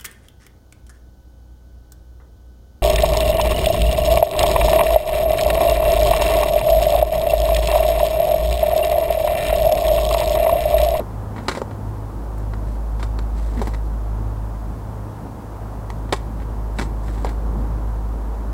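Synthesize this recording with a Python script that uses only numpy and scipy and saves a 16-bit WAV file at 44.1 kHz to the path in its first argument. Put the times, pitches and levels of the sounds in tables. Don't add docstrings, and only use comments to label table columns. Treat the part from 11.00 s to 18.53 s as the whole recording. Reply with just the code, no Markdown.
import sys
import numpy as np
from scipy import signal
from scipy.fft import rfft, irfft, next_fast_len
from scipy.io import wavfile
from scipy.ndimage import map_coordinates

SR = 44100
rng = np.random.default_rng(int(sys.argv[2]) if len(sys.argv) > 2 else 0)


def file_out(sig):
    cols = np.atleast_2d(sig).T
    lim = np.clip(cols, -1, 1)
    pcm = np.round(lim * 32767).astype(np.int16)
    wavfile.write(sys.argv[1], SR, pcm)


N = 332073


def amp(db):
    return 10 ** (np.asarray(db) / 20)


def unit_rms(x):
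    return x / np.sqrt(np.mean(x ** 2) + 1e-20)


def unit_onset(x):
    return x / np.sqrt(np.mean(x[:SR // 100] ** 2) + 1e-20)


def at_hz(points, hz):
    knots_hz, values = np.transpose(points)
    return np.interp(np.log(hz + 1), np.log(knots_hz + 1), values)


def curves(rows):
    times, *columns = np.transpose(rows)
    return [np.interp(np.arange(N) / SR, times, column) for column in columns]


def wobble(rate):
    knots = rng.standard_normal(int(N * rate / SR) + 4)
    return map_coordinates(knots, [np.arange(N) * rate / SR])


def filtered(x, response):
    size = next_fast_len(len(x) + SR // 10)
    return irfft(rfft(x, size) * response(np.fft.rfftfreq(size, 1 / SR)), size)[:len(x)]


def noise(spectrum, size=N):
    hz = np.fft.rfftfreq(size, 1 / SR)
    phases = np.exp(2j * np.pi * rng.random(len(hz)))
    return unit_rms(irfft(amp(at_hz(spectrum, hz)) * phases, size))


def burst(spectrum, t, t60, attack):
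    envelope = amp(-60 * t / t60) * (1 - np.exp(-t / attack))
    return unit_onset(noise(spectrum, size=len(t)) * envelope)


def add(track, start, sound):
    part = track[max(round(start * SR), 0):][:len(sound)]
    part += sound[:len(part)]


# (time [s], relative rumble level [dB], relative rush level [dB])
RUMBLE_AND_RUSH_LEVELS = [(0.0, -39.5, -40.5), (0.61, -36, -40.5), (1.03, -38.5, -41.5),
                          (5.95, -38.5, -40.5), (6.67, -33.5, -39), (7.0, -38.5, -40), (7.53, -39, -39.5)]
# (frequency [Hz], relative density [dB])
RUMBLE_SPECTRUM = [(15, -35), (30, -21), (45, 3.5), (68, 7.5), (85, 1), (120, 0), (170, -1.5), (280, -3),
                   (400, -9.5), (700, -24), (2000, -53)]
TYRE_SPECTRUM = [(150, -22), (330, -4), (480, 1.5), (700, 0.5), (950, 1), (1300, -7.5), (1800, -16.5),
                 (2500, -27), (4000, -35), (10000, -43.5)]


def rumble_and_rush(rumble_gain_db=4, rush_gain_db=1.0):
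    rumble_db, rush_db = curves(RUMBLE_AND_RUSH_LEVELS)
    rumble = amp(rumble_db + rumble_gain_db + 1.17 * wobble(9)) * noise(RUMBLE_SPECTRUM)
    rush = amp(rush_db + rush_gain_db + 0.26 * wobble(7.8)) * noise(TYRE_SPECTRUM)
    return rumble + rush


DRONE_HZ, OCTAVE_HZ = 52.5, 105.1
IN_STEP_S, FIRST_LULL_S = 2.43, 0.545
# (offset from the drone's pitch [Hz], level [dB])
MACHINE_HUMS = [(0, -27), (-0.26, -30), (0.18, -39)]
# (time [s], beat rate [Hz], stronger tone [dB], weaker's share [0-1])
OCTAVE_BEAT = [(0, 1.52, -37.5, 0.8), (1.0, 1.5, -35, 0.94), (2.6, 1.89, -39.5, 0.9),
               (3.3, 1.47, -31, 0.22), (4.35, 1.14, -37.5, 0.54), (5.3, 0.9, -35, 0.1),
               (7.53, 1.2, -40.5, 0.6)]


def machinery(third_db=-49, fourth_db=-49, waver_rad=0.29):
    t = np.arange(N) / SR
    rad_per_hz = 2 * np.pi * (t - IN_STEP_S)
    hums = sum(amp(db) * np.sin((DRONE_HZ + offset) * rad_per_hz) for offset, db in MACHINE_HUMS)
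    beat_hz, octave_db, share = curves(OCTAVE_BEAT)
    beats = np.cumsum(beat_hz) / SR
    slip = 2 * np.pi * (beats - np.interp(FIRST_LULL_S, t, beats))
    phase = OCTAVE_HZ * rad_per_hz + waver_rad * wobble(2.87)
    octave = amp(octave_db) * (np.sin(phase) - share * np.sin(phase - slip))
    third = amp(third_db) * np.sin((DRONE_HZ + OCTAVE_HZ) * rad_per_hz + wobble(5))
    fourth = amp(fourth_db) * np.sin(2 * OCTAVE_HZ * rad_per_hz + wobble(4))
    return np.sqrt(2) * (hums + octave + third + fourth)


# (frequency [Hz], t60 [s])
CAR_PARK_DECAY = [(200, 0.22), (2000, 0.32), (8000, 0.19), (15000, 0.094)]
# (frequency [Hz], gain [dB])
REFLECTION_COLOUR = [(200, -15), (2000, -2), (4500, 1.5), (8000, 8), (14000, 2)]


def car_park_echo(direct, tail_db=-18, wall_db=-23, wall_delay_s=.037):
    hz, t, spectra = signal.stft(rng.standard_normal(SR // 2), SR, nperseg=256)
    decay = amp(-60 * t / at_hz(CAR_PARK_DECAY, hz)[:, None])
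    tail = signal.istft(spectra * decay, SR, nperseg=256)[1]
    response = amp(tail_db) * tail / np.linalg.norm(tail)
    response[round(wall_delay_s * SR)] += amp(wall_db)
    reflections = signal.fftconvolve(direct, response)[:N]
    return filtered(reflections, lambda hz: amp(at_hz(REFLECTION_COLOUR, hz)))


# (time [s], level [dB])
SAND_CRUNCHES = [(1.380, -56), (2.619, -47), (2.675, -51), (6.124, -57), (6.254, -52), (6.292, -53)]
# (frequency [Hz], relative density [dB])
SAND_SPECTRUM = [(4000, -20), (8000, -2), (12000, 0), (15500, -4)]


def sand(t60=0.05, grain_db=4):
    out, t = np.zeros(N), np.arange(SR // 8) / SR
    for start, db in SAND_CRUNCHES:
        add(out, start, amp(db) * burst(SAND_SPECTRUM, t, t60, attack=.001))
    return out * unit_rms(amp(grain_db * wobble(1500)))


def rub_pressure(start, length, db, attack_s=.04, release_s=0.054, sag_db_per_s=4):
    t = np.clip(np.arange(N) / SR - start, 0, length)
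    gate = np.clip(np.minimum(t / attack_s, (length - t) / release_s), 0, 1)
    return gate * amp(db - sag_db_per_s * t)


# (time [s], length [s], relative level [dB])
RUBS = [(0.33, .3, -57), (1.345, .11, -58), (1.627, 0.17, -57), (2.337, 0.42, -50.5), (5.748, .13, -48),
        (6.01, 0.35, -52)]
# (frequency [Hz], relative density [dB])
SCUFF_SPECTRUM = [(600, -21), (1800, 8), (2800, -1.5), (3900, 1), (5200, -3), (6700, -6), (7900, 1),
                  (9000, -7), (10500, -10), (15500, -18)]


def scuffs(gain_db=-1, grain_db=4, uneven_db=1.9):
    pressure = sum(rub_pressure(*rub) for rub in RUBS)
    flutter_db = uneven_db * wobble(60)
    catches = rng.standard_normal(N) * amp(grain_db * wobble(700) + flutter_db)
    rasp = unit_rms(filtered(catches, lambda hz: amp(at_hz(SCUFF_SPECTRUM, hz))))
    return amp(gain_db) * pressure * rasp


def ring(modes, t, damping, scatter_db):
    hz, db, t60 = np.transpose(modes)[:, :, None]
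    strength = amp(db + scatter_db * rng.standard_normal(hz.shape)) * rng.choice([-1, 1], hz.shape)
    detuned_hz = hz * (1 + 0.0062 * rng.standard_normal(hz.shape))
    decay = amp(-60 * t / t60 * damping)
    return unit_onset(np.sum(strength * np.sin(2 * np.pi * detuned_hz * t) * decay, axis=0))


def favoured(points, spot_hz, lift_db=12, octaves=0.38):
    rows = np.array(points, float)
    rows[:, 1] += lift_db * np.exp(-.5 * (np.log2(rows[:, 0] / spot_hz) / octaves) ** 2)
    return rows


def tilted(points, db_per_octave, pivot_hz=2500):
    rows = np.array(points, float)
    rows[:, 1] += db_per_octave * np.log2(rows[:, 0] / pivot_hz)
    return rows


GRIT_DB, GRIT_DB_PER_TRUCK_DB = -11, 0.74
# (frequency [Hz], relative level [dB], t60 [s])
DECK_MODES = [(378.6, -1.5, 0.098), (449, -3, 0.061), (554, -0.5, 0.054), (695, -3.5, 0.031),
              (821, -6, 0.079), (929, 2, 0.035), (1069, -9, 0.11), (1217, -4.5, 0.05), (1425, -9.5, 0.058),
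              (1593, -16.5, 0.098)]
TRUCK_MODES = [(1606, 0, 0.04), (1900, 3.5, 0.061), (1995, 0, 0.061), (2220, -4.5, 0.091),
               (2346, 2.5, 0.041), (2636, -4, 0.058), (3560, -11, 0.033), (3960, -8, 0.046),
               (4010, -10, 0.049), (4720, -13, .06)]
AXLE_MODES = [(4800, -22, .1), (6000, 8, .12), (7100, 1, .08), (7340, 10, 0.12), (7800, 0, .14),
              (8140, -2, 0.1), (8900, -8, .09)]
# (frequency [Hz], relative density [dB])
THUD_SPECTRUM = [(70, -36), (150, -15.5), (260, -3), (330, -14), (550, -41), (1200, -59)]
KNOCK_SPECTRUM = [(150, -34), (330, 15), (550, 3.5), (720, 2.5), (950, -1), (1400, -10), (2000, -24),
                  (5000, -72)]
CLACK_SPECTRUM = [(700, -36), (1400, 5.5), (1750, 0), (2050, 2), (2500, -11.5), (3100, -6), (4000, -3),
                  (4900, -11.5), (6500, -35), (12000, -60)]
GRIT_SPECTRUM = [(2500, -29), (5000, 2), (6100, -2.5), (7700, -0.5), (9000, -3.5), (10500, -8.5),
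                 (15500, -22)]


def contact(deck_db, thud_db, truck_db, grit_db, t60, spot_hz, axle_db=-10, crack_db=-6):
    t = np.arange(SR // 4) / SR
    damping = np.sqrt(0.088 / t60)
    tilt = 0.5 * min(grit_db - truck_db - GRIT_DB, 0)
    thud = burst(THUD_SPECTRUM, t, 1.16 * t60, attack=0.00044)
    knock = burst(favoured(KNOCK_SPECTRUM, spot_hz), t, 1.6 * t60, attack=0.0005)
    deck_ring = ring(favoured(DECK_MODES, spot_hz), t, damping, scatter_db=-0.5)
    deck = unit_onset(deck_ring + 0.46 * knock)
    clack = burst(tilted(CLACK_SPECTRUM, tilt), t, t60, attack=0.00051)
    truck_ring = ring(tilted(TRUCK_MODES, tilt), t, damping, scatter_db=1.0)
    truck = unit_onset(0.67 * truck_ring + clack)
    crush = burst(GRIT_SPECTRUM, t, 1.44 * t60, attack=0.00034)
    crack = burst(GRIT_SPECTRUM, t, t60=0.0099, attack=.0001)
    axle_ring = ring(AXLE_MODES, t, damping, scatter_db=2)
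    grit = unit_onset(crush + amp(crack_db) * crack + amp(axle_db) * axle_ring)
    return amp(deck_db) * (deck + amp(thud_db) * thud + amp(truck_db) * truck + amp(grit_db) * grit)


# (time [s], deck level [dB], thud over deck [dB],
# trucks over deck [dB], clack t60 [s], favoured deck pitch [Hz])
FOOTFALLS = [ (0.003, -27, -7, -21, 0.081, 342), (0.362, -37.5, 3.5, -3, .11, 900),
             (0.381, -37.5, 1, -3, 0.17, 1000), (0.71, -38, -7, -7, 0.049, 700),
             (1.536, -35, -16, -7.5, 0.035, 1450), (2.572, -42, 14.5, -3, 0.1, 400),
             (2.593, -32.5, 4, -12, .11, 400), (5.092, -43, -3, -5, .05, 900),
             (5.401, -46, 6, -2, 0.078, 900), (5.42, -48.5, -8, 2.5, .07, 900),
             (6.082, -47, 9, 5.5, .08, 900), (6.177, -39, 7.5, -9, .075, 885),
             (6.266, -30.5, -12, -9, 0.14, 646), (6.606, -45, 9, -22, 0.12, 350)]


def feet(sole_grit_db=-21):
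    out = np.zeros(N)
    for start, deck_db, thud_db, truck_db, t60, spot_hz in FOOTFALLS:
        grit_db = sole_grit_db + GRIT_DB_PER_TRUCK_DB * truck_db
        add(out, start, contact(deck_db, thud_db, truck_db, grit_db, t60, spot_hz))
    return out


# (time [s], deck level [dB], thud over deck [dB], trucks over
# deck [dB], clack t60 [s], favoured deck pitch [Hz], second contact over first [dB])
ASPHALT_STRIKES = [ (0.483, -18, -6.5, -3.5, 0.045, 1400, -8), (0.514, -30, -16, -3, 0.11, 1500, -12),
                   (0.550, -31, -4, -4, 0.068, 900, -6), (0.5726, -24.5, -6, -12, 0.074, 600, -15),
                   (0.6171, -21, -7, -23.5, 0.02, 696, -32), (1.9959, -34.5, -10, -10, 0.12, 900, -14),
                   (2.0281, -30, -5.5, -5, 0.061, 1110, -22), (2.189, -34, 0, -5, 0.021, 1450, -24),
                   (2.6161, -20.5, -21, -17.5, 0.074, 620, -23), (2.671, -30, 3, -9, 0.045, 800, -6.5),
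                   (2.737, -40, 2, -2.5, 0.035, 1300, 2), (4.902, -32.5, -12, -6.5, 0.013, 950, -15),
                   (5.125, -15.5, -11, -6.5, 0.033, 627, -6), (5.7864, -29, 0, 0.5, 0.047, 740, 0),
                   (5.813, -29, 0.5, -3.5, 0.071, 900, -5.5), (6.2463, -21, -23, -16, .03, 710, -10),
                   (6.291, -35.5, -1, -6, .069, 800, -15)]


def skateboard(lag_s=.0086, mid_deck_hz=965):
    out = np.zeros(N)
    for start, deck_db, thud_db, truck_db, t60, spot_hz, second_db in ASPHALT_STRIKES:
        grit_db = GRIT_DB + GRIT_DB_PER_TRUCK_DB * truck_db
        add(out, start, contact(deck_db, thud_db, truck_db, grit_db, t60, spot_hz))
        second = contact(deck_db + second_db, thud_db, truck_db, grit_db, t60, mid_deck_hz)
        add(out, start + lag_s, second)
    return out


def scene():
    skater = skateboard() + feet() + scuffs() + sand()
    return (skater + car_park_echo(skater) + machinery() + rumble_and_rush())[None]


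# (frequency [Hz], relative density [dB])
HISS_SPECTRUM = [(100, -3), (3000, 0.5), (8000, -1), (15500, -3)]


def record(dry, hiss_db=-56, top_hz=15830):
    return filtered(dry[0] + amp(hiss_db) * noise(HISS_SPECTRUM), lambda hz: hz < top_hz)[None]


dry = scene()
out = record(dry)
file_out(out)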